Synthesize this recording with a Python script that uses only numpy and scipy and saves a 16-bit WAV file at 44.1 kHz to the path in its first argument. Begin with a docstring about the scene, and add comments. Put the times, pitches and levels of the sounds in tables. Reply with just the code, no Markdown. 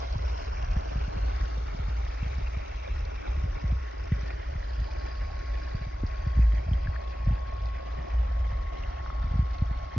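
"""Water from hopper to pool

A pump sprays water into a metal hopper; it runs down a sluice and pours into a paddling pool.
The listener walks from hopper to pool, where the pump's whine, a slowly sagging tone, grows clearer.
The rush is a froth of decaying bubble tones and noise, coloured by place; single bubbles plink out of it.
A breeze rumbles as filtered noise and buffets the microphone with low, ringing knocks.
"""
import sys
import numpy as np
from scipy import signal
from scipy.fft import rfft, irfft, next_fast_len
from scipy.io import wavfile
from scipy.ndimage import uniform_filter1d

SR = 44100
rng = np.random.default_rng(int(sys.argv[2]) if len(sys.argv) > 2 else 0)


def to_wav(sig):
    """Store sig (one row per channel, or 1-D mono) as 16-bit WAV at the path in sys.argv[1].

    Samples outside -1..1 are clipped; the rate is SR.
    """
    pcm = np.clip(np.atleast_2d(sig), -1, 1) * 32767
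    pcm = np.round(pcm).astype(np.int16)
    wavfile.write(sys.argv[1], SR, pcm.T)  # frames by channels


N = 440111  # length in samples


def amp(db):
    """Level law: decibels to an amplitude ratio."""
    return 10 ** (np.asarray(db) / 20)


def unit(x):
    """Power normalisation: scales to rms 1."""
    return x / np.sqrt(np.mean(x ** 2) + 1e-20)


def colour(points, hz, axis=1):
    """Spectral envelope: reads one column of a table on a log-frequency axis."""
    columns = np.transpose(points)
    return np.interp(np.log(hz + 1), np.log(columns[0] + 1), columns[axis])


def follow(rows, t):
    """Time envelope: reads every column of a curve at the times t by linear interpolation."""
    s, *columns = np.transpose(rows)
    return [np.interp(t, s, c) for c in columns]


def add(mix, s, sound):
    """Superposition: adds a sound to the mix at time s."""
    part = mix[..., max(round(s * SR), 0):][..., :sound.shape[-1]]
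    part += sound[..., :part.shape[-1]]


def drift(shape, size):
    """Slow fluctuation: a random field of rms 1, smoothed over size = (rows, columns)."""
    field = uniform_filter1d(rng.standard_normal(shape), size[0], axis=0)
    return unit(uniform_filter1d(field, size[1], axis=1, mode="wrap"))


def swells(rows, t):
    """Level modulation: the sum of bell-shaped rises and dips in dB."""
    return sum(db * np.exp(-(2 * (t - middle) / length) ** 2) for middle, length, db in rows)


def bubble(hz, t60, rise=.08, onset=0.00029):
    """Bubble resonance: trapped air rings and decays, its pitch rising as it nears the surface."""
    t = np.arange(int(t60 * SR) + 8) / SR
    tone = np.sin(2 * np.pi * hz * t * (1 + rise * t / t60))
    decay = np.exp(-np.log(1000) * t / t60)
    return tone * decay * (1 - np.exp(-t / onset))


def froth(per_s, spread_db, cycles, wash_db):
    """Incoherent summation: countless bubbles of all sizes over a smooth wash, rows mid and side."""
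    out = np.zeros((2, N))
    pitches = 250 + 7200 * np.linspace(0, 1, 64) ** 1.5
    for hz, spacing in zip(pitches, np.gradient(pitches)):
        ring = bubble(hz, cycles * rng.uniform(0.66, 1.52) / np.sqrt(hz * 1000))
        draws = rng.random((int(per_s * N / SR / len(pitches)), 3))
        size = amp(spread_db * np.minimum(-np.log(1 - draws[:, 0]), 4))
        # equal power per Hz keeps the froth flat in colour
        power_share = spacing / np.ptp(pitches)
        size *= np.sqrt(N * power_share / np.sum(size ** 2) / np.sum(ring ** 2))
        at = (draws[:, 1] * N).astype(int)[:, None] + np.arange(len(ring))
        angle = 2 * np.pi * draws[:, 2]
        for row, share in zip(out, (np.cos(angle), np.sin(angle))):
            row += np.bincount(at.ravel(), np.outer(size * share, ring).ravel(), N)[:N]
    return unit(out) + amp(wash_db) * rng.standard_normal((2, N))


# the walk: [t/s, place: 0 hopper, 1 beside the sluice, 2 riffles, 3 lower trough, 4 pool]
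WALK_PATH = [(0, 0), (1.1, 0.5), (2.0, 1.5), (2.8, 2), (4.15, 2.5), (4.8, 3), (5.9, 3), (7.0, 4), (10, 4)]
# colour of the water at each place: [f/Hz, relative mid level/dB, relative side level/dB]
HOPPER_COLOUR = [(100, 9, -10), (300, -5, 9.5), (440, 3.5, 9), (514, -6.5, 15), (644, 8.5, 5),
                 (770, -5.5, 11), (1040, 1.5, 9), (1250, -9.5, -1.5), (1480, -1, -4), (1900, -7, -13.5),
                 (2500, -6, -15), (3170, -13.5, -11.5), (3900, -24.5, -15.5), (5200, -16.5, -17.5)]
SLUICE_COLOUR = [(100, -5, -10.5), (230, 0, 3.5), (290, -3, 10.5), (355, -10, 5), (426, 2, 5.5),
                 (515, -10, 4), (635, -1.5, 5.5), (760, -8, 5), (855, -1.5, 8), (940, -9.5, 3.5),
                 (1250, -4, -6), (1450, -1.5, -8.5), (2060, -5, -13), (2720, -8.5, -11), (3020, -14, -15),
                 (3800, -17, -20), (5330, -17.5, -17.5)]
RIFFLES_COLOUR = [(100, -9, -11.5), (290, -4, 6.5), (360, -4.5, 5.5), (440, -3, 4), (515, -7.5, 5.2),
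                  (630, -5, 4.5), (730, -10, 1.8), (835, -3, 4), (1000, -9.5, -0.4), (1200, -6, -8.1),
                  (1410, -3, -6.8), (1600, -7, -11.5), (1900, -4, -15), (2550, -6, -11), (3050, -16, -14.5),
                  (3900, -20, -19.5), (4930, -17, -18.9), (5900, -18, -18)]
TROUGH_COLOUR = [(100, -4, -9.5), (230, -1.5, -0.5), (300, -1, 7.5), (422, -3, 5), (507, -13.5, 4),
                 (620, 4, 10), (790, -9.5, 4.5), (850, -5.5, 1.5), (990, -8.5, -1), (1270, -7, -9.5),
                 (1450, -5, -10), (1920, -2.5, -12.5), (2520, -9, -14.5), (3020, -14.5, -15.5),
                 (3800, -17.5, -18), (5330, -18, -17)]
POOL_COLOUR = [(100, 6, -8), (230, -1, 0), (296, -3, 4), (373, -6.5, 2.5), (484, -8, 6.5), (596, 1, 7.5),
               (693, 2, 7.5), (770, -4.5, 4.5), (864, -0.5, 4), (990, -11, 1.5), (1100, -2.5, -1),
               (1650, -8, -15), (1790, -4, -13.5), (2460, -10.5, -17), (3020, -15, -17),
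               (4000, -19.5, -19.5), (5230, -21, -20.5)]
# balance between the ears: [f/Hz, left minus right gain/dB]
EAR_BALANCE = [(260, 3), (420, 2.2), (570, -2), (660, -2.4), (750, 0), (810, -0.2), (1050, -0.2),
               (1250, 4.5), (1400, 1), (2000, -1.3), (2550, 2.6), (3100, -.3), (3800, -5), (4700, 0),
               (5400, 1), (6300, -1.3), (6900, 1.5)]
# phase between the ears: [f/Hz, share of the side a quarter cycle ahead of the mid (negative: behind)]
EAR_PHASE = [(220, .45), (320, -0.9), (400, -0.99), (670, -.85), (900, -.75), (1020, -.45), (1200, 0.34),
             (1450, .05), (1900, .32), (2300, -.55), (3200, -.05), (4200, -.2), (5600, .33), (6300, 0)]
# band of the spray's hiss that shifts with the listening angle: [t/s, centre f/Hz, lift level/dB]
SHEEN_BAND = [(0, 4670, 2), (.65, 5570, 4), (1.3, 5580, -4.5), (2.3, 5580, -0.5), (4, 6250, 2),
              (4.5, 5200, 1.5), (4.8, 4840, 7), (5.3, 4760, 6), (5.8, 4950, 4), (10, 4450, 2)]
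# passing bands of the water's colour, briefly lifted or dipped: # [middle t/s, length t/s, f/Hz, width f/Hz,
# lift level/dB]
PASSING_BANDS = [(.55, .5, 5330, 130, 4.5), (1.23, .22, 4160, 130, 7), (1.368, 0.25, 2000, 130, 7.5),
                 (2.3, .3, 2560, 130, 1), (3.0, 0.66, 5920, 120, 2.5), (4.25, .3, 2020, 130, 1),
                 (5.05, .4, 4950, 120, 5), (5.5, .3, 2320, 110, 3), (6.748, 0.26, 3150, 130, -0.5),
                 (6.8, .35, 5000, 160, 5), (8.65, .3, 2000, 130, 5), (8.82, .2, 2700, 110, 1)]
# rush of the water before trim and flicker, one entry for each place: [level/dB]
RUSH_LEVELS = [-48.5, -50.5, -50.5, -50.5, -50]
# hiss of the spray before flicker, weaker away from the hopper: [t/s, level/dB]
HISS_LEVEL = [(0, -55.5), (1.05, -59.5), (1.3, -58.5), (3.0, -61), (4.5, -62.5), (4.8, -58), (5.5, -60.5),
              (5.9, -61), (8.4, -64.5), (10, -62.5)]
# surges of the flow: [middle t/s, length t/s, lift level/dB]
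FLOW_SURGES = [(1.38, 0.38, 2), (2.3, 0.26, 1.3), (4.25, 0.19, 2.5), (8.85, 0.24, 1)]


def water_colour(hz, t, place, sheen_width_hz=400, ripple_db=1.8):
    """Spectral filtering: mid and side colours in dB blend from place to place, with moving bands."""
    nearness = np.maximum(1 - abs(place - np.arange(5)[:, None]), 0)
    places = (HOPPER_COLOUR, SLUICE_COLOUR, RIFFLES_COLOUR, TROUGH_COLOUR, POOL_COLOUR)
    shape = np.array([np.transpose([colour(c, hz, axis=k) for c in places]) @ nearness for k in (1, 2)])
    sheen_hz, lift = follow(SHEEN_BAND, t)
    shape[0] += lift * np.exp(-.5 * ((hz[:, None] - sheen_hz) / sheen_width_hz) ** 2)
    for middle, length, centre_hz, width_hz, db in PASSING_BANDS:
        band = np.exp(-.5 * ((hz[:, None] - centre_hz) / width_hz) ** 2)
        shape += band * swells([(middle, length, db)], t)
    # reflections off the trough and the ground lay slowly shifting ripples on the colour
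    ripple = colour([(500, 0.64), (2500, 1.0)], hz)[:, None] * drift(shape[0].shape, size=(3, 420))
    return shape + ripple_db * ripple


def water(rush_db=-0.73, hiss_db=0., patchy_db=0.87, splash_db=0.9, spit_db=1., slosh_db=.5):
    """Time-varying filtering: froth takes the colour of the nearest places and splashes unevenly."""
    frame, hop = 512, 128  # samples
    source = froth(per_s=3600, spread_db=3., cycles=33.2, wash_db=5.0)
    hz, t, z = signal.stft(source, SR, nperseg=frame, noverlap=frame - hop)
    place, = follow(WALK_PATH, t)
    shape = water_colour(hz, t, place)
    low, high = (hz > 500) & (hz < 2800), (hz > 3500) & (hz < 7000)
    # 4/3: two-sided spectrum (2) over the window's noise bandwidth (1.5 bins)
    z = z / np.sqrt(np.mean(abs(z[:, low | high]) ** 2) * 4 / 3)
    skew = np.clip(colour(EAR_PHASE, hz), -1, 1)[:, None]
    z = np.array([z[0], 1j * skew * z[0] + np.sqrt(1 - skew ** 2) * z[1]])

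    # one uneven flow drives both the rush and the hiss
    flow = swells(FLOW_SURGES, t) + slosh_db * drift((1, len(t)), size=(1, 70))[0]
    low_db = 10 * np.log10(np.sum(amp(shape[0, low]) ** 2, 0))
    high_db = 10 * np.log10(np.sum(amp(shape[0, high]) ** 2, 0))
    rush = np.interp(place, np.arange(len(RUSH_LEVELS)), RUSH_LEVELS) + flow + rush_db - low_db
    hiss = follow(HISS_LEVEL, t)[0] + flow + hiss_db - high_db
    spray = colour([(2400, 0.084), (3800, 0.94)], hz)[:, None]  # share of hiss at each frequency

    # splashes lift wide bands at once; the spray also spits in short bursts
    flicker = patchy_db * drift(shape[0].shape, size=(9, 12))
    flicker += splash_db * drift(shape[0].shape, size=(60, 7))
    spits = np.minimum(rng.exponential(1, len(t)), 7) - 1
    flicker += spit_db * (0.27 + 1.0 * spray) * spits
    mid, side = z * amp(shape + (1 - spray) * rush + spray * hiss + flicker)
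    lean = amp(colour(EAR_BALANCE, hz) / 2)[:, None]
    ears = np.array([(mid + side) * lean, (mid - side) / lean])
    return signal.istft(ears, SR, nperseg=frame, noverlap=frame - hop)[1][:, :N]


def trickle(per_s=60, level_db=-46, spread_db=2.5, centre_hz=1700, cycles=24):
    """Damped oscillation: small droplets patter on running water, each a very short blip."""
    out = np.zeros((2, N))
    for when, pitch, size, side in rng.random((int(per_s * N / SR), 4)):
        hz = centre_hz * 2 ** (1.4 * (pitch - .5))
        level = amp(level_db + spread_db * min(-np.log(size), 3.5))
        blip = bubble(hz, cycles / hz, onset=.0003) * level
        add(out, when * N / SR, np.outer(np.sqrt([side, 1 - side]), blip))
    return out


def gurgles(per_s=20, level_db=-53, spread_db=2, centre_hz=640, t60=0.056):
    """Volume resonance: larger bubbles glug where water folds over the riffles and enters the pool."""
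    out = np.zeros((2, N))
    for when, pitch, size, side in rng.random((int(per_s * N / SR), 4)):
        level = amp(level_db + spread_db * min(-np.log(size), 3))
        glug = bubble(centre_hz * 2 ** (1.3 * (pitch - .5)), t60, onset=0.0048) * level
        angle = np.pi * (0.49 + .6 * side)  # mostly out of step between the ears
        add(out, when ** .7 * N / SR, np.outer([np.cos(angle), np.sin(angle)], glug))  # more often near the pool
    return out


def spatter(per_s=6, level_db=-45, spread_db=2.5):
    """Impact excitation: stray droplets tick on metal and wet ground, more of them near the hopper."""
    out = np.zeros((2, N))
    for when, pitch, size, side in rng.random((int(per_s * N / SR), 4)):
        level = amp(level_db + spread_db * min(-np.log(size), 4))
        tick = bubble(2800 + 3800 * pitch, t60=0.0054, onset=.0001) * level
        add(out, when ** 1.1 * N / SR, np.outer(np.sqrt([side, 1 - side]), tick))
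    return out


# whine along the walk, before gain and waver:
# [t/s, left relative level/dB, right relative level/dB, left-ear phase lead/rad]
WHINE_LEVELS = [(0.1, -57, -57, -2), (0.35, -66, -62, -1.5), (0.9, -65, -59, -1), (1.15, -58, -66, -1.9),
                (1.42, -50, -65, -3.5), (1.8, -58.5, -67, -2.5), (2.65, -55, -63, -3), (3.15, -64, -61, -2),
                (3.42, -54, -68, -2), (3.9, -55.5, -60, -1.5), (4.15, -61, -64, -0.5),
                (4.4, -58, -55.5, -3), (4.75, -63, -55, -2.5), (5.1, -56.5, -52.5, -1.2),
                (5.7, -55, -57.5, 0.3), (5.9, -53.5, -63.5, 2), (6.3, -48.5, -62, 1.5),
                (6.65, -55.5, -59, 2), (7.0, -49.5, -64, 1.5), (7.6, -50, -52.5, 1), (8.2, -50.5, -57.5, 2),
                (8.7, -48, -56, 0.9), (8.92, -54.5, -60, .5), (9.05, -47, -53.5, 1.5),
                (9.9, -50.5, -52.5, 1.5)]


def pump(level_db=1., waver=0.13, wobble=0.077):
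    """Interference: echoes off ground and rig make one motor tone swell and fade in each ear."""
    pump_hz, sag_hz_per_s = 1096.6, .43
    t = np.arange(N) / SR
    left_db, right_db, lead = follow(WHINE_LEVELS, t)
    turn = 2 * np.pi * np.cumsum(pump_hz - sag_hz_per_s * t) / SR
    turn = turn + wobble * drift((2, N), size=(1, 2000))
    tone = np.array([amp(left_db) * np.sin(turn[0]), amp(right_db) * np.sin(turn[1] - lead)])
    # sqrt(2) makes the levels rms
    return np.sqrt(2) * amp(level_db) * tone * (1 + waver * drift((2, N), size=(1, 1500)))


# gusts: [start t/s, length t/s, nominal lift level/dB]
WIND_GUSTS = [(0.09, 0.33, 6), (0.46, 0.14, 5.5), (0.673, 0.13, 6), (0.954, 0.11, 10.5), (1.17, 0.49, 6),
              (1.384, 0.087, 7), (1.8, .16, 3), (2.21, 0.23, 5), (2.88, .25, 6), (3.26, 0.28, 5.5),
              (3.616, 0.24, 10.5), (4.52, 0.11, 7), (4.767, 0.085, 7), (6.004, 0.17, 5),
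              (6.335, 0.53, 11.5), (6.7, 0.26, 2), (7.228, 0.14, 12), (7.574, .16, 5.5), (8.099, 0.54, 8),
              (9.132, 0.45, 6.5), (9.585, 0.23, 6)]


def gusts(t, rise_s=0.042, ebb=1.28):
    """Transient envelope: each gust lifts the level in dB quickly and falls back over its length."""
    lift = 0
    for start, length, db in WIND_GUSTS:
        rise = np.clip((t - start) / rise_s, 0, 1)
        fall = 1 - np.clip((t - start) / length, 0, 1) ** ebb
        lift = lift + db * rise * fall
    return lift


# spectrum of the wind's rumble: [f/Hz, relative level/dB]
WIND_COLOUR = [(15, -47), (25, -26), (39, -10), (47, -15.5), (56, 0.5), (63, -8.5), (78, -16), (100, -25.5),
               (150, -37), (250, -58), (400, -77), (1200, -130)]
# brief dips in the rumble's uneven level: [middle t/s, length t/s, lift level/dB]
RUMBLE_DIPS = [(.05, 0.083, -3.5), (.41, .05, -7), (1.11, 0.04, -7), (1.7, 0.16, -1.5), (2.67, 0.07, -11),
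               (2.88, .04, -8), (3.245, 0.066, -15), (3.6, 0.037, -18), (3.92, 0.16, -4.5),
               (4.44, 0.054, -8.5), (5.62, 0.18, -1), (5.92, 0.03, -11), (6.65, 0.027, -11),
               (7.15, 0.035, -9), (7.84, 0.13, -7), (8.07, 0.076, -10), (8.77, 0.031, -14),
               (8.95, 0.075, -4), (9.915, 0.1, -9.5)]


def breeze(level_db=-32.5, evenness=0.8, lumpy_db=1.5):
    """Turbulence noise: a narrow, humming rumble at the microphone swells with the gusts."""
    t, hz = np.arange(N) / SR, np.fft.rfftfreq(N, 1 / SR)
    air = unit(irfft(rfft(rng.standard_normal(N)) * amp(colour(WIND_COLOUR, hz)), N))
    # dividing by its own envelope evens out the narrow band's fluctuation
    power = uniform_filter1d(uniform_filter1d(air ** 2, size=3000), size=1500)
    envelope = np.sqrt(power + 1e-3)
    lumps = unit(uniform_filter1d(drift((1, N), size=(1, 3200))[0], size=1500))
    db = level_db + gusts(t) + swells(RUMBLE_DIPS, t) + lumpy_db * lumps
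    return amp(db) * unit(air / envelope ** np.clip(evenness, 0, 1))


# splashes and spits of spray:
# [t/s, starting rms level/dB, centre f/Hz, 60 dB decay t/s, bell half-width (sigma)/octave]
SPRAY_SPLASHES = [(.126, -47, 4800, .025, 0.18), (.626, -46, 5200, .025, .35), (.647, -48, 5200, .02, .2),
                  (0.712, -50, 4360, 0.017, .1), (1.362, -48, 4200, .03, .5), (2.049, -48, 4500, .02, .4),
                  (2.33, -43, 1600, .08, 0.39), (2.351, -46, 4000, .02, 0.37), (2.76, -48, 5200, .02, .4),
                  (3.051, -45, 4800, 0.031, .4), (3.16, -47, 1700, .03, .5), (3.275, -48, 3900, 0.026, .12),
                  (3.713, -49, 3200, .02, .2), (4.21, -48, 5500, .03, .08),
                  (4.3045, -40, 1500, 0.045, 0.61), (4.306, -40.5, 500, 0.064, 0.56),
                  (4.735, -52, 4800, .02, .3), (4.8, -50, 4300, 0.016, .4), (6.066, -48, 4560, .02, .2),
                  (6.549, -50, 4500, .02, .3), (6.958, -42, 1500, 0.052, .45), (7.077, -44, 3250, .02, .1),
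                  (7.657, -46, 4160, 0.016, 0.32), (9.657, -47, 6100, 0.018, .45)]


def splashes(level_db=0.):
    """Band-limited noise: a slop of water bursts into a short, exponentially decaying spray."""
    out, t = np.zeros((2, N)), np.arange(16384) / SR
    hz = np.fft.rfftfreq(len(t), 1 / SR)
    for s, db, centre, t60, octaves in SPRAY_SPLASHES:
        band = np.exp(-.5 * (np.log2((hz + 1) / centre) / octaves) ** 2)
        # one part common to both ears, one part separate
        noise = rng.standard_normal(len(t)) + 1.1 * rng.standard_normal((2, len(t)))
        burst = unit(irfft(rfft(noise) * band))
        add(out, s, amp(db + level_db) * burst * np.exp(-np.log(1000) * t / t60))
    return out


# wind pushes: [peak t/s, peak level/dB, nominal f/Hz of the push]
WIND_BUFFETS = [(0.161, -23.5, 114), (.197, -33, 105), (0.637, -33.5, 105), (0.77, -20, 141),
                (.961, -24.5, 139), (.983, -27.5, 105), (1.084, -26, 132), (1.17, -27.5, 144),
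                (1.435, -30.5, 126), (1.583, -32, 150), (1.751, -29, 160), (1.8, -25, 100),
                (1.888, -29.5, 138), (2.232, -23, 115), (2.269, -28, 116), (2.388, -28, 117),
                (2.573, -27, 121), (3.379, -31.5, 124), (3.443, -25, 120), (3.46, -27, 105),
                (3.574, -35, 110), (3.645, -20.5, 124), (3.728, -21.5, 128), (4.122, -21.5, 242),
                (4.126, -17, 137), (4.167, -31, 117), (4.191, -33, 110), (4.237, -29, 110),
                (4.56, -27, 106), (4.796, -29.5, 89), (4.82, -30.5, 130), (5.752, -22, 116),
                (5.817, -30, 125), (5.872, -28.5, 111), (6.038, -21, 268), (6.045, -21, 91),
                (6.273, -18.5, 101), (6.377, -19.5, 114), (6.394, -25.5, 260), (6.4, -18, 100),
                (6.543, -27, 105), (6.67, -28, 100), (6.693, -25, 100), (6.719, -18, 110),
                (6.739, -26.5, 149), (6.863, -27.5, 110), (6.888, -21.5, 96), (7.279, -15, 109),
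                (7.313, -17.5, 109), (7.33, -23.5, 105), (7.991, -30.5, 110), (8.226, -33, 100),
                (8.53, -31, 100), (9.246, -26.5, 108), (9.318, -26.5, 115), (9.343, -24, 138),
                (9.361, -20.5, 118), (9.396, -15, 118), (9.43, -23, 95), (9.625, -16, 128),
                (9.715, -25, 123), (9.967, -25, 260), (9.974, -17.5, 117)]


def buffets(level_db=0., cut_hz=58, sharpness=1.74):
    """Impulse response: an eddy's push meets the microphone's bass cut and becomes a ringing knock."""
    out, t = np.zeros(N), np.arange(7000) / SR
    bass_cut = signal.cheby1(4, 1, cut_hz, "highpass", fs=SR, output="sos")
    for s, db, hz in WIND_BUFFETS:
        u = 2 * np.pi * hz * sharpness * t
        push = u ** 6 * np.exp(-u)
        knock = signal.sosfilt(bass_cut, push)
        peak_s = t[np.argmax(abs(knock))]
        add(out, s - peak_s, amp(db + level_db) * knock / abs(knock).max() * rng.choice([-1, 1]))
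    return out


# single drops: [t/s, level/dB before onset and decay, starting f/Hz, 60 dB decay t/s, left minus right level/dB]
SINGLE_DROPS = [(1.57, -41.5, 500, 0.081, -3), (2.065, -30, 1830, 0.009, -3),
                (2.232, -37.5, 2630, 0.027, 1), (2.339, -35, 2090, .012, 2), (2.471, -32, 2570, 0.016, 2),
                (4.305, -30, 2290, 0.0081, 2), (4.628, -31.5, 1830, 0.015, -1), (4.885, -42, 854, 0.09, 1),
                (5.3, -41, 774, 0.065, 0), (6.733, -32.5, 3120, 0.013, 0), (6.872, -27, 1630, 0.018, 4),
                (6.943, -35, 1350, 0.012, 4), (6.956, -34.5, 1240, 0.018, 3.5),
                (6.962, -29, 1720, 0.013, 3.5), (8.836, -35, 2730, 0.018, 1),
                (9.0617, -21.5, 1200, 0.0064, 2.5), (9.102, -22, 1190, 0.0076, 5)]


def drops(level_db=0., left_lag_s=.00005):
    """Bubble resonance: large drops each trap one bubble that stands out of the rush."""
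    out = np.zeros((2, N))
    for s, db, hz, t60, left_db in SINGLE_DROPS:
        plink = amp(db + level_db) * bubble(hz, t60, rise=0.074, onset=0.00054)
        add(out[0], s + left_lag_s, amp(left_db / 2) * plink)
        add(out[1], s, amp(-left_db / 2) * plink)
    return out


def scene():
    """Superposition: water and pump spread wide; the wind is alike in both ears."""
    wet = water() + trickle() + gurgles() + spatter() + splashes() + drops()
    return wet + pump() + breeze() + buffets()


# the recorder's dull top: [f/Hz, gain level/dB]
TREBLE_FADE = [(5300, 0.5), (6000, -3), (6400, -7), (6800, -13.5), (7500, -23.5), (8200, -49.5)]


def record(dry, edge_hz=7900):
    """Low-pass filtering: the recorder's treble fades out, then ends at a steep band limit."""
    size = next_fast_len(2 * N, True)
    gain = amp(colour(TREBLE_FADE, np.fft.rfftfreq(size, 1 / SR)))
    dull = irfft(rfft(dry, size) * gain, size)[:, :N]
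    band_limit = signal.firwin(511, edge_hz, window=("kaiser", 9), fs=SR)
    return signal.oaconvolve(dull, band_limit[None], "same")


dry = scene()
out = record(dry)
to_wav(out)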